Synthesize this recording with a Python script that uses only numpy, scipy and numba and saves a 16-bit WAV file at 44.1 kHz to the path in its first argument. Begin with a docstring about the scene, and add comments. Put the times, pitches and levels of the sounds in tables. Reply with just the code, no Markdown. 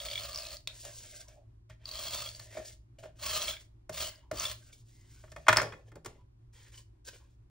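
"""Craft table in a quiet room: a glue tape runner is drawn five times across a card. Moving resonances on dense
noise grains make the hissing roller, chattering housing and squeaking spool. Filtered grains make the card
slide and flap between strokes, and the room linger after some knocks; struck modes and short noise bursts make
knocks and ticks as the runner is dropped and rocks to rest. Narrow noise bands make an appliance's drone; two
ports of a phone hear it all with an echo."""
import sys
import numpy as np
from scipy import signal
from scipy.fft import rfft, irfft, next_fast_len
from scipy.io import wavfile
from scipy.ndimage import uniform_filter1d
from numba import njit

SR = 44100
rng = np.random.default_rng(int(sys.argv[2]) if len(sys.argv) > 2 else 0)


def unload_audio(sound):
    """Save the sound as a 16-bit wav file, at the path given as the first command line argument."""
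    columns = np.transpose(np.atleast_2d(sound))
    # keep every value between -1 and 1, then stretch to whole-number steps
    steps = np.round(np.clip(columns, -1, 1) * 32767)
    wavfile.write(sys.argv[1], SR, steps.astype(np.int16))


N = 330729

# Tape strokes. Each row: touch in seconds, swell in seconds, travel in seconds, drift over the travel in dB,
# hiss in dB, hollow of the housing in dB, ring of the nose in dB, squeak drift in dB, squeak level in dB,
# mean ratchet teeth per second, half the fall over one tooth in dB.
STROKES = [(0.0, 0.0013, 0.545, -2, -42, -53, -56.5, -14, -58, 63.95, 7),
           (1.838, 0.17, 0.26, -3, -37, -52.5, -48, 0, -53, 69.9, 6.4),
           (3.185, 0.11, 0.21, -3.8, -32.5, -47.5, -45, 6, -55, 85.4, 4),
           (3.91, 0.071, 0.083, 2, -37, -50.5, -57.5, 3, -54.5, 90.1, 2.8),
           (4.328, 0.07, 0.11, 0.5, -37, -54.5, -53, 0, -59, 79.5, 9.2)]
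# Card, fingers, sleeve or housing sliding, and the room lingering on after some knocks. Each row: touch in
# seconds, swell in seconds, travel in seconds, # drift over the travel in dB, rustle in dB, body of the card in
# dB, low tone in dB.
SLIDES = [(0.672, 0.0088, 0.1, -16, -63.5, -57.5, -60), (0.7, .11, 0.368, -1, -50, -66.5, -89),
          (0.83, 0.028, 0.023, 0, -71, -54, -48), (1.04, .015, 0.012, -7, -61, -60.5, -59),
          (1.12, 0.019, 0.057, -3.5, -95, -68.5, -65), (1.19, 0.024, 0.0053, -8, -44.5, -55.5, -56),
          (1.275, .01, 0.11, -23, -59.5, -63, -61), (1.34, 0.035, 0.049, -8.5, -79, -85.5, -58.5),
          (1.69, 0.014, 0.041, -14.5, -64.5, -59.5, -64.5), (1.79, 0.03, 0.037, -2, -79, -68, -70),
          (2.27, 0.02, 0.097, -7, -49.5, -59.5, -64), (2.4, 0.0085, 0.28, -7.5, -56.5, -64.5, -63),
          (2.5, 0.031, 0.19, -6, -56.5, -65.5, -84), (2.645, 0.0045, 0.078, -5, -51, -69.5, -103),
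          (2.61, 0.015, 0.031, -7, -86, -71, -53.5), (2.984, 0.004, 0.032, -14, -57.5, -57.5, -52),
          (3.024, 0.013, 0.056, -11, -63, -57.5, -46), (3.15, 0.034, 0.0215, 0, -63, -66, -69),
          (3.52, 0.018, 0.029, -4.5, -52, -51.5, -62.5), (3.59, 0.014, 0.0086, 5.5, -58.5, -74, -83),
          (4.1, .02, 0.12, -12, -73, -67, -79), (4.16, 0.024, 0.016, -8, -70, -67.5, -62.5),
          (4.53, 0.044, 0.13, 4.5, -65, -76, -86), (4.715, 0.014, 0.12, -20, -56.5, -77, -99),
          (4.85, 0.037, 0.54, -10, -64.5, -80, -104), (5.05, .09, 0.052, -2, -68.5, -71.5, -99),
          (5.23, 0.023, 0.043, -2.5, -76.5, -74, -68), (5.358, .015, 0.014, -7.5, -67.5, -64, -44.5),
          (5.39, .02, 0.091, 3, -75, -70.5, -67.5), (5.6, .02, 0.1, -22, -52, -47, -35.5),
          (5.72, 0.0095, 0.12, -14.5, -66, -75, -57.5), (5.85, 0.041, 0.0091, -9, -69, -67.5, -63.5),
          (5.96, 0.0094, 0.018, -24.5, -79.5, -74, -53), (6.04, .022, 0.16, -19, -71, -64.5, -59),
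          (6.525, 0.0097, 0.15, 6, -67.5, -70, -84), (6.715, .02, 0.024, -2.5, -54, -65, -96),
          (6.772, 0.0063, 0.019, -5.5, -54, -63.5, -73), (7.045, .008, 0.032, 1, -57, -68, -76),
          (7.065, 0.025, 0.0094, -17, -43.5, -48, -58), (7.115, 0.021, 0.04, -11, -53.5, -59.5, -62.5),
          (7.18, 0.022, 0.14, -10.5, -72.5, -75, -78.5)]
# Housing, later the card, knocking on the table. Each row: start in seconds, shell peak in dB,
# then re that peak: crack in dB, table thud in dB, cavity in dB.
KNOCKS = [(0.85, -50, 18.5, -20, -4), (1.698, -52, 6, 7, -3), (2.395, -44.5, 10.5, -6.5, -11.5),
          (2.551, -51, -8, -16, 8.5), (2.570, -41, -2, -12, 12), (2.597, -52, -13, -25.5, 14.5),
          (3.034, -45.5, -11.5, -4, 3.5), (3.055, -51.5, -10, -1.5, 9), (3.894, -37, 4.5, -5, 4),
          (4.313, -32.5, 1, -9, 6), (5.238, -49, -47.5, -4, 1), (5.278, -57, -25, -18, -7.5),
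          (5.318, -47, 8.5, -4, -2), (5.362, -39, -3.5, -9, -4), (5.467, -29, -12, -36.5, -13),
          (5.483, -6, -7, -31, -11.5), (5.492, -10, -11, -23.5, -10.5), (5.528, -13, -3.5, -28.5, -16),
          (5.561, -22, -2.5, -29.5, -8), (5.571, -14.5, -3.5, -23.5, -13.5), (5.583, -17, -10.5, -23, -10),
          (5.598, -19, -13, -30.5, -14), (5.616, -24, -0.5, -17, -10.5), (5.629, -29, -7, -27, -7),
          (5.641, -36, -22, -25, -5), (5.668, -42.5, -19, -25, -8), (5.723, -35, -17, -10, -12),
          (5.734, -42, -21, -20, -15), (5.917, -52.5, -2, -11, 1), (5.955, -50, 6.5, 1.5, 6),
          (6.047, -47.5, 8, -21, 1), (6.059, -35, 4.5, -13, -2.5)]
# Ticks of ratchet, tape and card edge. Each row: start in seconds, peak in dB, pitch in Hz.
TICKS = [(0.002, -34, 3330), (0.036, -45, 4440), (0.0518, -41, 4410), (0.068, -34, 4350),
         (0.084, -38.5, 4380), (0.101, -32.5, 4400), (0.1176, -36, 4370), (0.136, -32, 4250),
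         (0.1511, -39, 4160), (0.196, -39, 4430), (0.2384, -46, 5290), (0.258, -35.5, 4060),
         (0.2948, -40, 4120), (0.4058, -34, 4460), (0.422, -33, 4460), (0.4691, -32, 4230),
         (0.4858, -37.5, 4320), (0.506, -39, 4290), (0.0567, -38.5, 3500), (0.0853, -31, 3280),
         (0.1132, -28.5, 3580), (0.133, -31, 3270), (0.1558, -25, 3330), (0.177, -25, 3410),
         (0.32, -36, 4350), (0.331, -34, 4340), (0.3464, -30, 5540), (0.3591, -24.5, 4980),
         (0.3747, -29.5, 5660), (0.387, -31, 4850), (0.452, -31.5, 4180), (0.5287, -38.5, 4400),
         (0.5688, -31.5, 4730), (0.674, -17.5, 3750), (0.677, -30, 3793), (1.213, -68, 4420),
         (1.283, -45, 6000), (1.856, -29.5, 4650), (1.8899, -30, 4380), (1.913, -32.5, 4460),
         (1.938, -34, 4400), (1.955, -29, 4370), (1.9704, -33, 4490), (1.991, -36, 4400),
         (2.0379, -43, 4460), (2.056, -36, 4550), (2.1326, -38, 4500), (2.1467, -42, 4480),
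         (2.185, -32.5, 4340), (2.242, -36, 4260), (2.2537, -37.5, 4230), (2.136, -33, 3250),
         (2.262, -35, 3380), (2.289, -33, 4300), (2.3143, -42, 4500), (2.3494, -36, 4560),
         (2.399, -38, 4330), (2.57, -43, 3720), (2.658, -42, 4870), (2.986, -56, 2894), (3.198, -57, 3300),
         (3.262, -47, 3230), (3.29, -39, 4240), (3.334, -31, 4300), (3.349, -28, 4260), (3.361, -30, 4330),
         (3.377, -42, 4270), (3.392, -34, 3290), (3.418, -29, 3274), (3.424, -28, 6140), (3.482, -25, 3330),
         (3.5081, -31, 3440), (3.529, -39, 3330), (3.567, -39, 3273), (3.9818, -34, 3560),
         (4.157, -48.5, 4900), (4.381, -42, 3100), (4.398, -22, 6150), (4.453, -25.5, 3470),
         (4.5076, -37, 3520), (4.7286, -47.5, 3510), (5.491, -14.5, 4700), (5.5699, -6.5, 5055),
         (6.742, -52, 3010), (6.777, -48.5, 2970), (7.086, -46, 5800), (7.135, -56, 2950)]
# Faint breathy tones. 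Each row: start in seconds, length in seconds, mean level in dB, pitch in Hz.
TONES = [(1.228, 0.1, -76.5, 1000), (4.202, 0.14, -73.5, 950), (4.871, 0.32, -76.5, 2030),
         (5.808, 0.014, -66.5, 2480), (6.174, 0.063, -75.5, 978), (7.194, 0.063, -71.5, 990)]
# Housing shell, struck. Each row: mean pitch in Hz, mean level in dB, nominal t60 in seconds.
HOUSING_MODES = [(904, -8, 0.048), (1007.5, 1, 0.023), (1127, -3.5, 0.03), (1257, -6.5, 0.042),
                 (1430, 2.5, 0.022), (1840, -16.5, 0.013), (1787, -5.5, 0.043), (1780, -13.5, 0.11),
                 (1980, -7, 0.037), (2137, -5, 0.035), (2460, -8.5, 0.041), (3300, -11.5, 0.03),
                 (3830, -15.5, 0.014)]
# Air and walls of the hollow housing, struck. Each row: mean pitch in Hz, mean level in dB, nominal t60 in seconds.
CAVITY_MODES = [(373, -16, 0.04), (624, 0, 0.095)]
# Table, struck. Each row: mean pitch in Hz, mean level in dB, nominal t60 in seconds.
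TABLE_MODES = [(60, -5, 0.41), (109.6, 7.5, 0.26), (157, -10.5, 0.53), (256.8, -9, 0.064)]
# Housing, rubbed. Each row: mean pitch in Hz, width in Hz, mean level in dB.
RUBBED_MODES = [(1058, 97, 9), (1245, 50, 15), (1746, 89, -1.5), (2140, 78, -2), (2694, 96, 1),
                (5100, 300, -6)]
# Resonances that ring in the slides: mean pitches in Hz.
SLIDE_RING_HZ = (970, 1730, 2280, 3070)
# Colour of peeling tape. Each row: frequency in Hz, level per Hz in dB.
TAPE_COLOUR = [(200, -13), (700, -6.5), (1500, -9.5), (3000, -2), (5000, -2.5), (7000, -1.5), (9500, -1.5),
               (13000, -12.5), (15500, 0.5)]
# Colour of rubbed card. Each row: frequency in Hz, level per Hz in dB.
CARD_COLOUR = [(1500, -40.5), (2800, -3.5), (4000, 0.5), (6000, 3.5), (8000, 5), (10000, 1.5),
               (13000, -7.5), (15500, -1)]
# Colour of the room air. Each row: frequency in Hz, level per Hz in dB.
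AIR_COLOUR = [(12, -39), (20, -8.5), (50, -10.5), (76, -18.5), (114, -2), (137, -21.5), (200, -26.5),
              (307, -24), (370, -24), (470, -43.5), (1020, -41.5), (1340, -46.5), (12000, -63.5),
              (15600, -95.5), (22000, -120)]
# Extra colour of the air part that differs left and right. Each row: frequency in Hz, gain in dB.
AIR_WIDE = [(60, -36.5), (200, -15), (500, 1), (2000, -4.5), (6000, -2), (12000, -6)]
# Appliance drone. Each row: pitch in Hz, width in Hz, level in dB.
DRONE = [(56.14, 14, -61.5), (111.8, 4.9, -63)]
# Room decay. Each row: band centre in Hz, t60 in seconds.
ECHO = [(150, 0.47), (600, 0.11), (2000, 0.22), (8000, 0.26)]
# Two ports of the phone. Each row: frequency in Hz, phase between the ports in radians.
PORTS = [(0, 0), (150, 0), (600, -.6), (860, .1), (2400, .1), (2850, .7), (4500, .1), (5400, .6),
         (6100, 1.4), (8300, 2.5), (9500, 2.75), (9900, 3.03), (13300, 3.03), (13600, 3.7), (15000, 3.9),
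         (15700, 4.5)]

HOLLOW_HZ, SQUEAK_HZ = 619, 3324
SPOOL_THROB_DB, SHELL_FLICKER_DB, RESONANCE_FLICKER_DB = 1.9, 1.5, 2
SLIDE_RING_WANDER = 0.037  # share of the pitch
LIFT_DB_PER_S, SETTLE_DB_PER_S = 380, 523  # fade after the runner lifts; after a slide stops
ONSET_POWER = 0.99  # gain grows as this power of the time since touching
PUT_DOWN_S = 5.63  # the runner settles; later taps do not ring its cavity
HARD_KNOCK_RISE_S, SOFT_KNOCK_RISE_S = 0.0025, 0.0055
SOFT_KNOCK_DB = -38  # softer knocks are cushioned by the hand
GRIP_S = 0.006  # e-fold time of the stronger first swings
SPOOL_RING_S, TICK_RING_S = 0.043, 0.016  # scale of push decay and inverse bandwidth
SPOOL_SNAP_DB, TICK_SNAP_DB = -5.5, -5.5  # snap re burst
SPOOL_PUSH_SHARE, TICK_PUSH_SHARE = 0.27, 0.44  # push t60 re ring scale
HARD_TICK_DB = -21.5  # harder ticks shake a wide band
TONE_WIDTH = 0.09  # re pitch
ECHO_DB, ECHO_WIDE_DB = -11.5, -11
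AIR_MEAN_DB, AIR_WIDE_DB = -62, -56.5  # the second before its extra colour
TOP_HZ, EDGE_HZ = 15720, 16750


def strokes():
    """Tape peels in dense slips that ring the housing; the spool squeaks in throbs; the table rumbles."""
    hiss_gain, hollow_gain, nose_gain = contact([row[:7] for row in STROKES], LIFT_DB_PER_S)
    squeak_gain, = contact([row[:3] + row[7:9] for row in STROKES], LIFT_DB_PER_S)
    nose_hz = 4350 * (1 + 0.025 * walk(8) + 0.012 * walk(50))
    slips = shape(grains(14000, 1.8) * undb(1.1 * walk(70)), TAPE_COLOUR)
    jolts = slips * ratchet()

    shell = np.zeros(N)
    for hz, width_hz, db in RUBBED_MODES:
        flicker = undb(db + SHELL_FLICKER_DB * walk(15))
        shell += flicker * sweep(slips, hz * (1 + 0.019 * walk(10)), 1.0 * width_hz)
    body = unit(0.88 * slips + 0.74 * unit(jolts) * np.std(slips) + shell)

    nose = sweep(sweep(jolts, nose_hz, 450.0), nose_hz, 1200.0)
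    nose = unit(nose * undb(2.2 * walk(30)))
    hollow = unit(band(band(slips, HOLLOW_HZ, 66), HOLLOW_HZ, 290))

    spool_hz = SQUEAK_HZ * (1 + 0.027 * walk(14))
    squeak = sweep(sweep(jolts, spool_hz, 300.0), spool_hz, 640.0)
    lower = band(band(jolts, 0.55 * SQUEAK_HZ, 197), 0.76 * SQUEAK_HZ, 360)
    throb = undb(SPOOL_THROB_DB * (walk(40) + walk(11)))
    spool = unit((squeak + undb(-11.5) * lower) * throb)

    rumble = unit(band(band(rng.standard_normal(N), 68, 25), 58, 46))
    hiss = body + undb(-18.5) * rumble
    return hiss_gain * hiss + nose_gain * nose + hollow_gain * hollow + squeak_gain * spool


def ratchet():
    """Each tooth of the spool jolts the housing; the jolt dies away before the next."""
    stroke = np.searchsorted([row[0] for row in STROKES], np.arange(N) / SR, side="right") - 1
    rate_hz, depth_db = np.transpose(STROKES)[-2:, stroke]
    phase = np.cumsum(rate_hz * (1 + 0.15 * walk(40)) / SR) % 1
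    return undb(-2 * depth_db * phase)


def slides():
    """Paper fibres rustle; a broad body with narrow resonances and a low flap join; the held housing hums
    along."""
    rustle_gain, body_gain, low_gain = contact(SLIDES, SETTLE_DB_PER_S)
    held = np.arange(N) / SR < PUT_DOWN_S
    fibres = grains(9000, 2.2) * undb(1.2 * walk(60))
    surface = grains(12000, 2.2) * undb(1.3 * walk(40))

    resonances = np.zeros(N)
    for hz in SLIDE_RING_HZ:  # pitches drift a little
        resonance = sweep(fibres, hz * (1 + SLIDE_RING_WANDER * walk(9)), 120.0)
        resonances += resonance * undb(RESONANCE_FLICKER_DB * walk(11))
    broad = unit(band(band(fibres, 1500, 1600), 2100, 3900))
    body = unit(broad + undb(1.0) * unit(resonances))

    hum = unit(band(band(fibres, HOLLOW_HZ, 60), HOLLOW_HZ, 160))
    flap = unit(band(band(fibres, 550, 310), 440, 600))
    low = np.where(held, hum + undb(-14.0) * flap, flap)
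    rustle = unit(shape(surface, CARD_COLOUR)) + undb(-21.0) * flap
    return rustle_gain * rustle + body_gain * body + low_gain * low


def knocks():
    """A blow rings shell, cavity and table modes, with noise for clatter, thump and crack."""
    out, t = np.zeros(N), np.arange(SR // 10) / SR
    for s, db, crack_db, thud_db, cavity_db in KNOCKS:
        noise = rng.standard_normal((3, len(t)))
        rise_s = SOFT_KNOCK_RISE_S if db < SOFT_KNOCK_DB else HARD_KNOCK_RISE_S
        held = s < PUT_DOWN_S
        thump = band(band(noise[2], 400, 370), 350, 410) * decay(t, 0.15) * rise(t, 0.0038)
        crack = shape(noise[0], CARD_COLOUR) * decay(t, 0.036) * rise(t, 0.00053)
        clatter = band(band(noise[1], 1500, 1100), 1600, 2000) * decay(t, 0.04) * rise(t, rise_s)
        # shell, clatter and cavity start 1 ms early
        add(out, s - 0.001, undb(db) * ring(HOUSING_MODES, 2.1, 0.0076, rise_s, 1.5))
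        add(out, s - 0.001, undb(db - 6.5) * peak_one(clatter))
        if held:
            add(out, s - 0.001, undb(db + cavity_db) * ring(CAVITY_MODES, 2.5, 0.0013, 0.003))
        add(out, s, undb(db + cavity_db - (10.5 if held else 3)) * peak_one(thump))
        add(out, s, undb(db + crack_db) * peak_one(crack))
        add(out, s, undb(db + thud_db) * ring(TABLE_MODES, 4.1, 0.032, 0.0098))
    return out


def ticks():
    """A tooth strikes, then scrapes: a noise push excites a short ring, over a broad snap."""
    out, t = np.zeros(N), np.arange(SR // 20) / SR
    for s, db, hz in TICKS:
        spool = hz < 1.12 * SQUEAK_HZ  # ticks near or below the squeak ring longer
        ring_s = SPOOL_RING_S if spool else TICK_RING_S
        push_share = SPOOL_PUSH_SHARE if spool else TICK_PUSH_SHARE
        snap_db = SPOOL_SNAP_DB if spool else TICK_SNAP_DB
        noise = rng.standard_normal((2, len(t)))
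        scrape = noise[1]
        scrape[:SR // 4000] = 4  # the strike, first 0.25 ms
        scrape *= np.where(t < 1 / 4000, np.cos(2 * np.pi * hz * t), 1)
        push = scrape * rise(t, 0.0003) * decay(t, push_share * ring_s)
        snap = shape(noise[0], TAPE_COLOUR) * rise(t, 0.0003) * decay(t, 0.016)
        # the shorter the ring, the wider its band
        burst = band(push, hz, (14.0 if db > HARD_TICK_DB else 3.5) / ring_s)
        if spool:  # a lower mode answers
            burst = burst + undb(-7.5) * band(push, 0.69 * SQUEAK_HZ, 2.6 / ring_s)
        add(out, s, undb(db) * peak_one(burst))
        add(out, s, undb(db + snap_db) * peak_one(snap))
    return out


def tones():
    """Narrow bands of noise that fade in and out."""
    out = np.zeros(N)
    for s, length_s, db, hz in TONES:
        count = int(length_s * SR)
        breath = band(rng.standard_normal(count), hz, TONE_WIDTH * hz)
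        breath = unit(band(breath, hz, 2 * TONE_WIDTH * hz))
        fade = np.sqrt(np.hanning(count))
        add(out, s, undb(db) * breath * fade * undb(2 * walk(38)[:count]))
    return out


def echo(x):
    """Decaying noise, each band with its own t60, as the room's answer."""
    t = np.arange(SR // 2) / SR
    tail = np.zeros(len(t))
    for hz, t60_s in ECHO:
        tail += band(band(rng.standard_normal(len(t)), hz, 2.6 * hz), hz, 2.4 * hz) * decay(t, t60_s)
    tail = tail * np.clip(t / 0.00057, 0, 1)
    return signal.oaconvolve(x, tail / np.sqrt(np.sum(tail ** 2)))[:N]


def room_air():
    """Low, wavering murmur of air, a two-tone drone of narrow noise, and air unlike left and right."""
    air = undb(AIR_MEAN_DB + 0.89 * walk(13.0)) * unit(shape(rng.standard_normal(N), AIR_COLOUR))
    for hz, width_hz, db in DRONE:
        air = air + undb(db) * unit(band(band(rng.standard_normal(N), hz, width_hz), hz, 3 * width_hz))
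    other_air = unit(shape(rng.standard_normal(N), AIR_COLOUR))
    return air, undb(AIR_WIDE_DB) * shape(other_air, AIR_WIDE)


def contact(rows, fade_db_per_s):
    """Gain of each layer: swell from the touch, drift while moving, steady fade for a second after."""
    t, out = np.arange(N) / SR, 0
    for touch_s, swell_s, travel_s, drift_db, *levels_db in rows:
        swell = np.clip((t - touch_s) / swell_s, 0, 1) ** ONSET_POWER
        times_s = [0, travel_s, travel_s + 1]
        db = np.interp(t - touch_s - swell_s, times_s, [0, drift_db, drift_db - fade_db_per_s])
        out = out + np.outer(undb(levels_db), swell * undb(db))
    return out


def ring(modes, scatter_db, detune, rise_s, grip=0):
    """One blow on a set of modes, varied each time; soft contact rises slowly, grip adds to the first swings."""
    hz, db, t60_s = np.transpose(modes)[:, :, None]
    t = np.arange(int(t60_s.max() * SR)) / SR
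    level, pitch, phase, damping = rng.standard_normal((4, len(modes), 1))
    swings = np.sin(2 * np.pi * (hz * (1 + detune * pitch) * t + phase))
    fades = decay(t, t60_s * (1 + 0.12 * np.tanh(damping)))
    y = (undb(db + scatter_db * level) * swings * fades).sum(0)
    y = y * (1 - np.exp(-(t / rise_s) ** 2)) * (1 + grip * np.exp(-t / GRIP_S))
    return peak_one(y)


def grains(rate_hz, spread_db):
    """Dense slips of very unequal size, rms 1."""
    hits = rng.random(N) < rate_hz / SR
    sizes = undb(spread_db * np.minimum(rng.exponential(size=N), 4.5))
    return unit(hits * rng.standard_normal(N) * sizes)


def walk(rate_hz):
    """Random levels held 1 / rate_hz s and slewed; spread near 1.8."""
    hold = int(SR / rate_hz)
    steps = np.repeat(rng.standard_normal(N // hold + 1), hold)
    return 2.2 * uniform_filter1d(steps, hold)[:N]


@njit
def sweep(x, hz, width_hz):
    """State-variable resonance whose centre moves."""
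    y, band_state, low_state = np.empty(len(x)), 0., 0.
    for i in range(len(x)):
        g, k = np.tan(np.pi * hz[i] / SR), width_hz / hz[i]
        v = (band_state + g * (x[i] - low_state)) / (1 + g * (g + k))
        band_state = 2 * v - band_state
        low_state = low_state + 2 * g * v
        y[i] = k * v
    return y


def band(x, hz, width_hz):
    """One resonance, gain 1 at the centre."""
    return signal.lfilter(*signal.iirpeak(hz, hz / width_hz, SR), x)


def shape(x, points):
    """Colour a sound with (Hz, dB) points, joined over log frequency."""
    hz, db = np.transpose(points)
    size = next_fast_len(len(x))
    f = np.maximum(np.arange(size // 2 + 1) * SR / size, 1)
    gain = undb(np.interp(np.log(f), np.log(hz), db))
    return irfft(rfft(x, size) * gain, size)[:len(x)]


def decay(t, t60_s):
    """Exponential fade of 60 dB in t60_s."""
    return 1000. ** (-t / t60_s)


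def rise(t, rise_s):
    """Exponential approach to 1."""
    return 1 - np.exp(-t / rise_s)


def undb(db):
    """Decibels to gain."""
    return 10 ** (np.asarray(db) / 20)


def unit(x):
    """Scale to rms 1."""
    return x / np.sqrt(np.mean(x ** 2))


def peak_one(x):
    """Scale to peak 1."""
    return x / np.abs(x).max()


def add(out, s, y):
    """Mix y in at s seconds."""
    i = int(s * SR)
    out[i:i + len(y)] += y[:N - i]


def scene():
    """Sound from below reaches two ports of the phone out of step, opposed in the treble."""
    near = strokes() + slides() + knocks() + ticks() + tones()
    air, unlike = room_air()
    size = next_fast_len(N + 4096)
    f = np.arange(size // 2 + 1) * SR / size
    turn = np.exp(0.5j * np.interp(f, *np.transpose(PORTS)))  # half the phase to each port
    both = rfft(near + undb(ECHO_DB) * echo(near), size)
    left = irfft(both * turn, size)[:N]
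    right = irfft(both * turn.conj(), size)[:N]
    side = unlike + undb(ECHO_WIDE_DB) * band(echo(near), 2500, 6000)
    return np.array([left + air + side, right + air - side])


def record(dry):
    """The phone shelves off the top, then cuts it."""
    shelf = signal.sosfilt(signal.ellip(9, 0.3, 36, TOP_HZ, fs=SR, output="sos"), dry)
    return signal.sosfilt(signal.ellip(10, 0.2, 70, EDGE_HZ, fs=SR, output="sos"), shelf)


dry = scene()
out = record(dry)
unload_audio(out)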